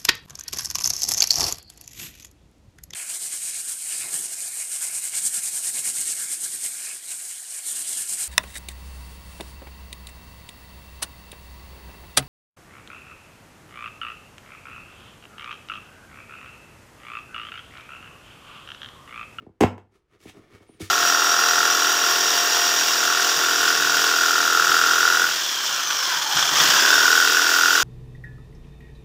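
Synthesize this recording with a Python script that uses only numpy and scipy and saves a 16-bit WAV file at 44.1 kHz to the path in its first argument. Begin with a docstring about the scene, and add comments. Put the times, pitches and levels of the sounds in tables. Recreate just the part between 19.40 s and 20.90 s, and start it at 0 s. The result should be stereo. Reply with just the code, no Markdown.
"""At a table in a small room, hands prise a big hollow plastic toy egg apart, close by.
The seam lets go with a burst of cracks and the halves knock together; bending waves are dispersive,
so each blow reaches the air treble first, bass last, and the shell rings on in its modes.
Then edges and fingers rub and bump, squeak thinly once, and a last knock starts a bright scrape."""
import sys
import numpy as np
from scipy import signal
from scipy.fft import rfft, irfft
from scipy.io import wavfile
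from scipy.ndimage import uniform_filter1d

SR = 44100
rng = np.random.default_rng(int(sys.argv[2]) if len(sys.argv) > 2 else 0)


def output_pcm(signal):
    """Save a mono or channel-first signal as 16-bit PCM at the path in sys.argv[1].

    Samples are clipped to [-1, 1] before scaling.
    """
    pcm = np.clip(np.atleast_2d(signal).T, -1, 1) * 32767
    wavfile.write(sys.argv[1], SR, np.round(pcm).astype(np.int16))


N = 66150


def amp(db):
    """Amplitude ratio of a level in decibels."""
    return 10 ** (np.asarray(db) / 20)


def curve_at(points, hz):
    """Interpolation of (f/Hz, value) points on a logarithmic frequency axis."""
    f, value = np.transpose(points)
    return np.interp(np.log(hz + 1), np.log(f + 1), value)


def band_gain(colour, bands_hz, levels_db, hz):
    """Filters in cascade: the levels of a common spectrum and of one event's bands add."""
    return amp(curve_at(colour, hz) + curve_at(list(zip(bands_hz, levels_db)), hz))


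def add(mix, start_s, sound):
    """Superposition: a stereo sound joins the mix at its start time."""
    part = mix[:, max(round(start_s * SR), 0):][:, :sound.shape[1]]
    part += sound[:, :part.shape[1]]


def convolve(x, response):
    """Linear response: convolution with an impulse response, cut to the scene's length."""
    return signal.fftconvolve(x, response, axes=1)[:, :N]


def correlate_ears(noise):
    """Interaural coherence: long waves reach both ears alike, short waves do not."""
    # likeness of left and right (f/Hz, correlation)
    coherence = [(60, 0.86), (300, 0.75), (520, 0.62), (1200, 0.42), (2500, 0), (15000, -0.014)]
    hz = np.fft.rfftfreq(noise.shape[1], 1 / SR)
    angle = np.arcsin(np.clip(curve_at(coherence, hz), -1, 1)) / 2
    spectrum = rfft(noise)
    return irfft(np.cos(angle) * spectrum + np.sin(angle) * spectrum[::-1], noise.shape[1])


def diffuse_tail(bands, size=256):
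    """Diffuse field: dense reflections merge into noise that decays exponentially in each band."""
    f, level, t60 = np.transpose(bands)
    noise = correlate_ears(rng.choice([-1., 1.], (2, SR // 2)))
    frames = dict(fs=SR, nperseg=size, noverlap=size * 3 // 4)
    hz, t, spectra = signal.stft(noise, **frames)
    decay_rate = np.log(1000) / curve_at(list(zip(f, t60)), hz)[:, None]
    gain = amp(curve_at(list(zip(f, level)), hz))[:, None] * np.sqrt(2 * decay_rate / SR)
    return signal.istft(spectra * gain * np.exp(-decay_rate * t), **frames)[1]


def room_tone():
    """Ambient noise: a quiet, steady background, strongest in the bass."""
    # spectrum of the background air (f/Hz, level/dB)
    noise_floor = [(25, -62), (55, -45.5), (120, -53), (250, -65), (380, -49.5), (600, -71), (1500, -68),
                   (4000, -80), (9000, -89), (16000, -96.5)]
    noise = correlate_ears(rng.standard_normal((2, N)))
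    return irfft(rfft(noise) * amp(curve_at(noise_floor, np.fft.rfftfreq(N, 1 / SR))), N)


def room(x):
    """Reverberation: the small room's reflections build up after a short delay, then die away."""
    # reverberant field (f/Hz, level/dB, T60/s)
    reverberation = [(58.6, -19.5, 0.5), (300, -15.5, 0.34), (750, -6.5, 0.29), (1250, -2, .27),
                     (2200, -6, 0.22), (5743, -3, 0.2), (15000, -4.5, 0.17)]
    delay_s, rise_s = 0.0027, 0.006
    response = diffuse_tail(reverberation)
    t = np.arange(response.shape[1]) / SR
    return convolve(x, response * np.clip((t - delay_s) / rise_s, 0, 1))


def squeak():
    """Stick-slip oscillation: sticking plastic gives a thin, faint whistle that arches in pitch."""
    # course of the whistle (t/s, f/Hz, level/dB)
    contour = [(1.269, 9000, -86), (1.286, 9320, -63.5), (1.315, 9350, -64.5), (1.347, 9580, -69),
               (1.376, 8300, -74.5)]
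    times, hz, db = np.transpose(contour)
    t = np.arange(N) / SR
    jitter = uniform_filter1d(rng.standard_normal(N), size=40)
    pitch = np.interp(t, times, hz) * (1 + 0.0136 * jitter / jitter.std())
    envelope = np.interp(t, times, amp(db), left=0, right=0)
    return envelope * np.sin(2 * np.pi * np.cumsum(pitch) / SR)


def rubs():
    """Sliding friction: plastic on plastic and skin gives swells of tiny uneven slips over a hiss."""
    # rubbing strokes (peak t/s, rise/s, decay constant/s, then level/dB at each of bands_hz)
    strokes = [ (0.028, .090, 0.032, -38, -52, -60.5, -73.5), (0.562, 0.057, 0.017, -49, -56, -59, -66.5),
               (0.750, .070, 0.023, -48.5, -54, -56, -68.5), (0.840, 0.053, .040, -44, -54, -49.5, -52.5),
               (0.898, 0.049, 0.0094, -35, -49, -37, -47), (0.976, 0.051, 0.026, -35, -44, -52, -59.5),
               (1.033, 0.04, .060, -43, -51.5, -53, -66.5), (1.157, 0.092, 0.032, -38, -47.5, -46.5, -58.5),
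               (1.230, 0.033, 0.014, -41, -44, -55.5, -60), (1.338, 0.21, 0.29, -47.5, -64, -56, -67),
               (1.416, 0.021, 0.04, -37.5, -41.5, -30.5, -35), ]
    # spectrum common to all rubs (f/Hz, level/dB)
    colour = [(25, -6.5), (60, -4.5), (150, 1.5), (250, -3), (380, 7.5), (560, 1.5), (900, -4), (1150, 3.5),
              (1400, 3), (1600, -2.5), (1800, 4.5), (1900, 1), (2030, 1), (2210, 5), (2400, 0), (3300, 1),
              (4300, -0.5), (4900, 0.5), (5800, 1), (6650, -1), (8000, -2.5), (10500, -3.5), (15000, -12.5)]
    bands_hz = [300, 900, 2400, 7000]
    slips_per_s, slip_spread_db, hiss = 2500, 3, 1.3
    out, t, hz = np.zeros((2, N)), np.arange(N) / SR, np.fft.rfftfreq(N, 1 / SR)
    for peak, rise, fall, *levels in strokes:
        slipping = rng.random(N) < slips_per_s / SR
        slips = slipping * amp(slip_spread_db * np.minimum(rng.exponential(1, N), 4))
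        friction = correlate_ears(rng.standard_normal((2, N)) * (slips / slips.std() + hiss))
        swell = np.clip(1 + (t - peak) / rise, 0, 1) * np.exp(-np.maximum((t - peak) / fall, 0))
        spectrum = rfft(friction / friction.std()) * band_gain(colour, bands_hz, levels, hz)
        out += swell * irfft(spectrum, N)
    return out


def shell_ring(x):
    """Modal resonance: whatever shakes the hollow egg sets off its damped natural vibrations."""
    # modes of the shell (f/Hz, relative level/dB, T60/s)
    modes = [(97.5, -2, .35), (192.1, -14.5, 0.35), (243, -7.5, 0.29), (323.6, -1.5, .25),
             (419.3, -3.5, 0.2), (494.5, -15, 0.35), (746, -11, 0.21), (900, -3.5, 0.29),
             (1248, -1.5, 0.091), (1260, -2.5, 0.09), (1766, -12, 0.39), (1890, -0.5, 0.082),
             (2253, 1.5, 0.25), (6530, 6, 0.088), (7000, -0.5, 0.092)]
    coupling_db = -52.5
    t = np.arange(SR // 2) / SR
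    ring = sum(amp(db) * np.exp(-np.log(1000) * t / t60) * np.cos(2 * np.pi * hz * t)
               for hz, db, t60 in modes)
    return amp(coupling_db) * convolve(x, ring[None])


def shell_scatter(x):
    """Multiple reflection inside the shell gives each blow a very short diffuse tail."""
    # diffuse field in the shell (f/Hz, level/dB, T60/s)
    reflections = [(196.8, -22.5, .04), (688, -7.5, .04), (1970, 3.5, 0.022), (7000, 3, 0.026),
                   (15000, 3.5, .012)]
    return convolve(x, diffuse_tail(reflections, size=64))


def blows(size=8192):
    """Dispersion: low bending waves travel slower, so each blow spreads into a quick falling chirp."""
    # cracks and knocks (t/s, level/dB at each of bands_hz, left minus right level/dB)
    impacts = [ (0.0212, -8.5, -9, -36.5, -25, -47, 0), (0.0655, 0.5, -3, -14.5, -39.5, -51.5, 2.5),
               (0.0921, -3, -13.5, -27, -55, -57, -7.5), (0.2058, 23, 26.5, 5.5, -1.5, -6.5, 1),
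               (0.2087, 18.5, 15, 17.5, 3, 0, -6.5), (0.2101, 0, 9, 0, 4.5, -0.5, 10),
               (0.2160, 16.5, 20, 13, -1.5, -0.5, 1.5), (0.2198, 17, 25.5, 11, 9.5, -24, -4.5),
               (0.2253, 4, 19.5, 9.5, 3.5, -8, -9.5), (0.2327, 8, 15.5, 11.5, 7, -5, 0),
               (0.2363, 31.5, 25.5, 24, 12, -11.5, 2.5), (0.3798, -23.5, -13.5, -6, -17, -30.5, -1),
               (0.5220, -32, -23.5, -38, -46, -45.5, 1.5), (0.804, -32, -26.5, -35, -31, -35, 10),
               (0.8544, -6, 0, -16, -41.5, -33, 2.5), (0.8700, 2.5, -16.5, -25, -28, -44, 8.5),
               (0.8902, -21.5, -12, -32.5, -20.5, -25, -9), (0.8969, -14, -12, -16.5, -13.5, -28, 5.5),
               (0.9470, -27, -15, -26, -28, -51, -3), (0.9700, -9, -10, -30, -23, -45, -2),
               (0.9887, -7, -9, -41, -46.5, -48, 1.5), (1.1400, -6.5, -23, -40, -30, -46, -15),
               (1.2050, -13, -11, -26.5, -31, -46, -1), (1.2915, -15, -6.5, -20, -35.5, -50.5, 0),
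               (1.3440, -12, -20, -38, -69.5, -55, -9), (1.4015, -2, 6, -15, -28, -27, -4.5),
               (1.407, 0.5, 4.5, -22.5, -30.5, -21.5, 7), (1.4170, 18, -3, -20, -23, -22, 4), ]
    # spectrum common to all blows (f/Hz, level/dB)
    colour = [(25, -31.5), (45, -23), (65, -6.5), (120, -2), (200, 1), (330, 3), (430, 6), (560, -3),
              (760, 0), (900, 1), (1030, 0), (1270, -0.5), (1600, -8), (1950, -0.5), (2300, -2),
              (2800, -2.5), (3400, -6), (4300, -9.5), (5000, -8.5), (5900, -7.5), (7100, -2.5), (9000, -16),
              (15000, -19)]
    bands_hz = [90, 300, 900, 2400, 7000]
    bass_lag_s, knee_hz, lag_slope = 0.011, 295.4, 2.2
    right_ear_lag_s = 0.00012
    out, hz = np.zeros((2, N)), np.fft.rfftfreq(size, 1 / SR)
    group_delay = bass_lag_s / (1 + (hz / knee_hz) ** lag_slope)
    dispersion = np.exp(-2j * np.pi * np.cumsum(group_delay) * SR / size)
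    ear_delay = np.exp(-2j * np.pi * hz * np.array([[0], [right_ear_lag_s]]))
    for start_s, *levels, pan_db in impacts:
        log_gain = np.log(band_gain(colour, bands_hz, levels, hz))
        mirrored = np.r_[log_gain, log_gain[-2:0:-1]]
        # minimum phase: nothing sounds ahead of the impact
        pulse_spectrum = np.exp(np.conj(signal.hilbert(mirrored)))[:len(hz)]
        chirp = irfft(pulse_spectrum * dispersion * ear_delay)[:, :size // 2]
        add(out, start_s, chirp * amp([[pan_db / 2], [-pan_db / 2]]))
    return out


def scene():
    """Source and resonator: blows and friction excite both the shell and the room."""
    hits = blows()
    direct = hits + shell_scatter(hits) + rubs() + squeak()
    return direct + shell_ring(direct) + room(direct) + room_tone()


def record(dry):
    """Band limiting: a steep low-pass filter removes the highest treble."""
    cutoff_hz = 16200
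    lowpass = signal.firwin(511, cutoff_hz, window=("kaiser", 9), fs=SR)
    return signal.oaconvolve(dry, lowpass[None], "same")


dry = scene()
out = record(dry)
output_pcm(out)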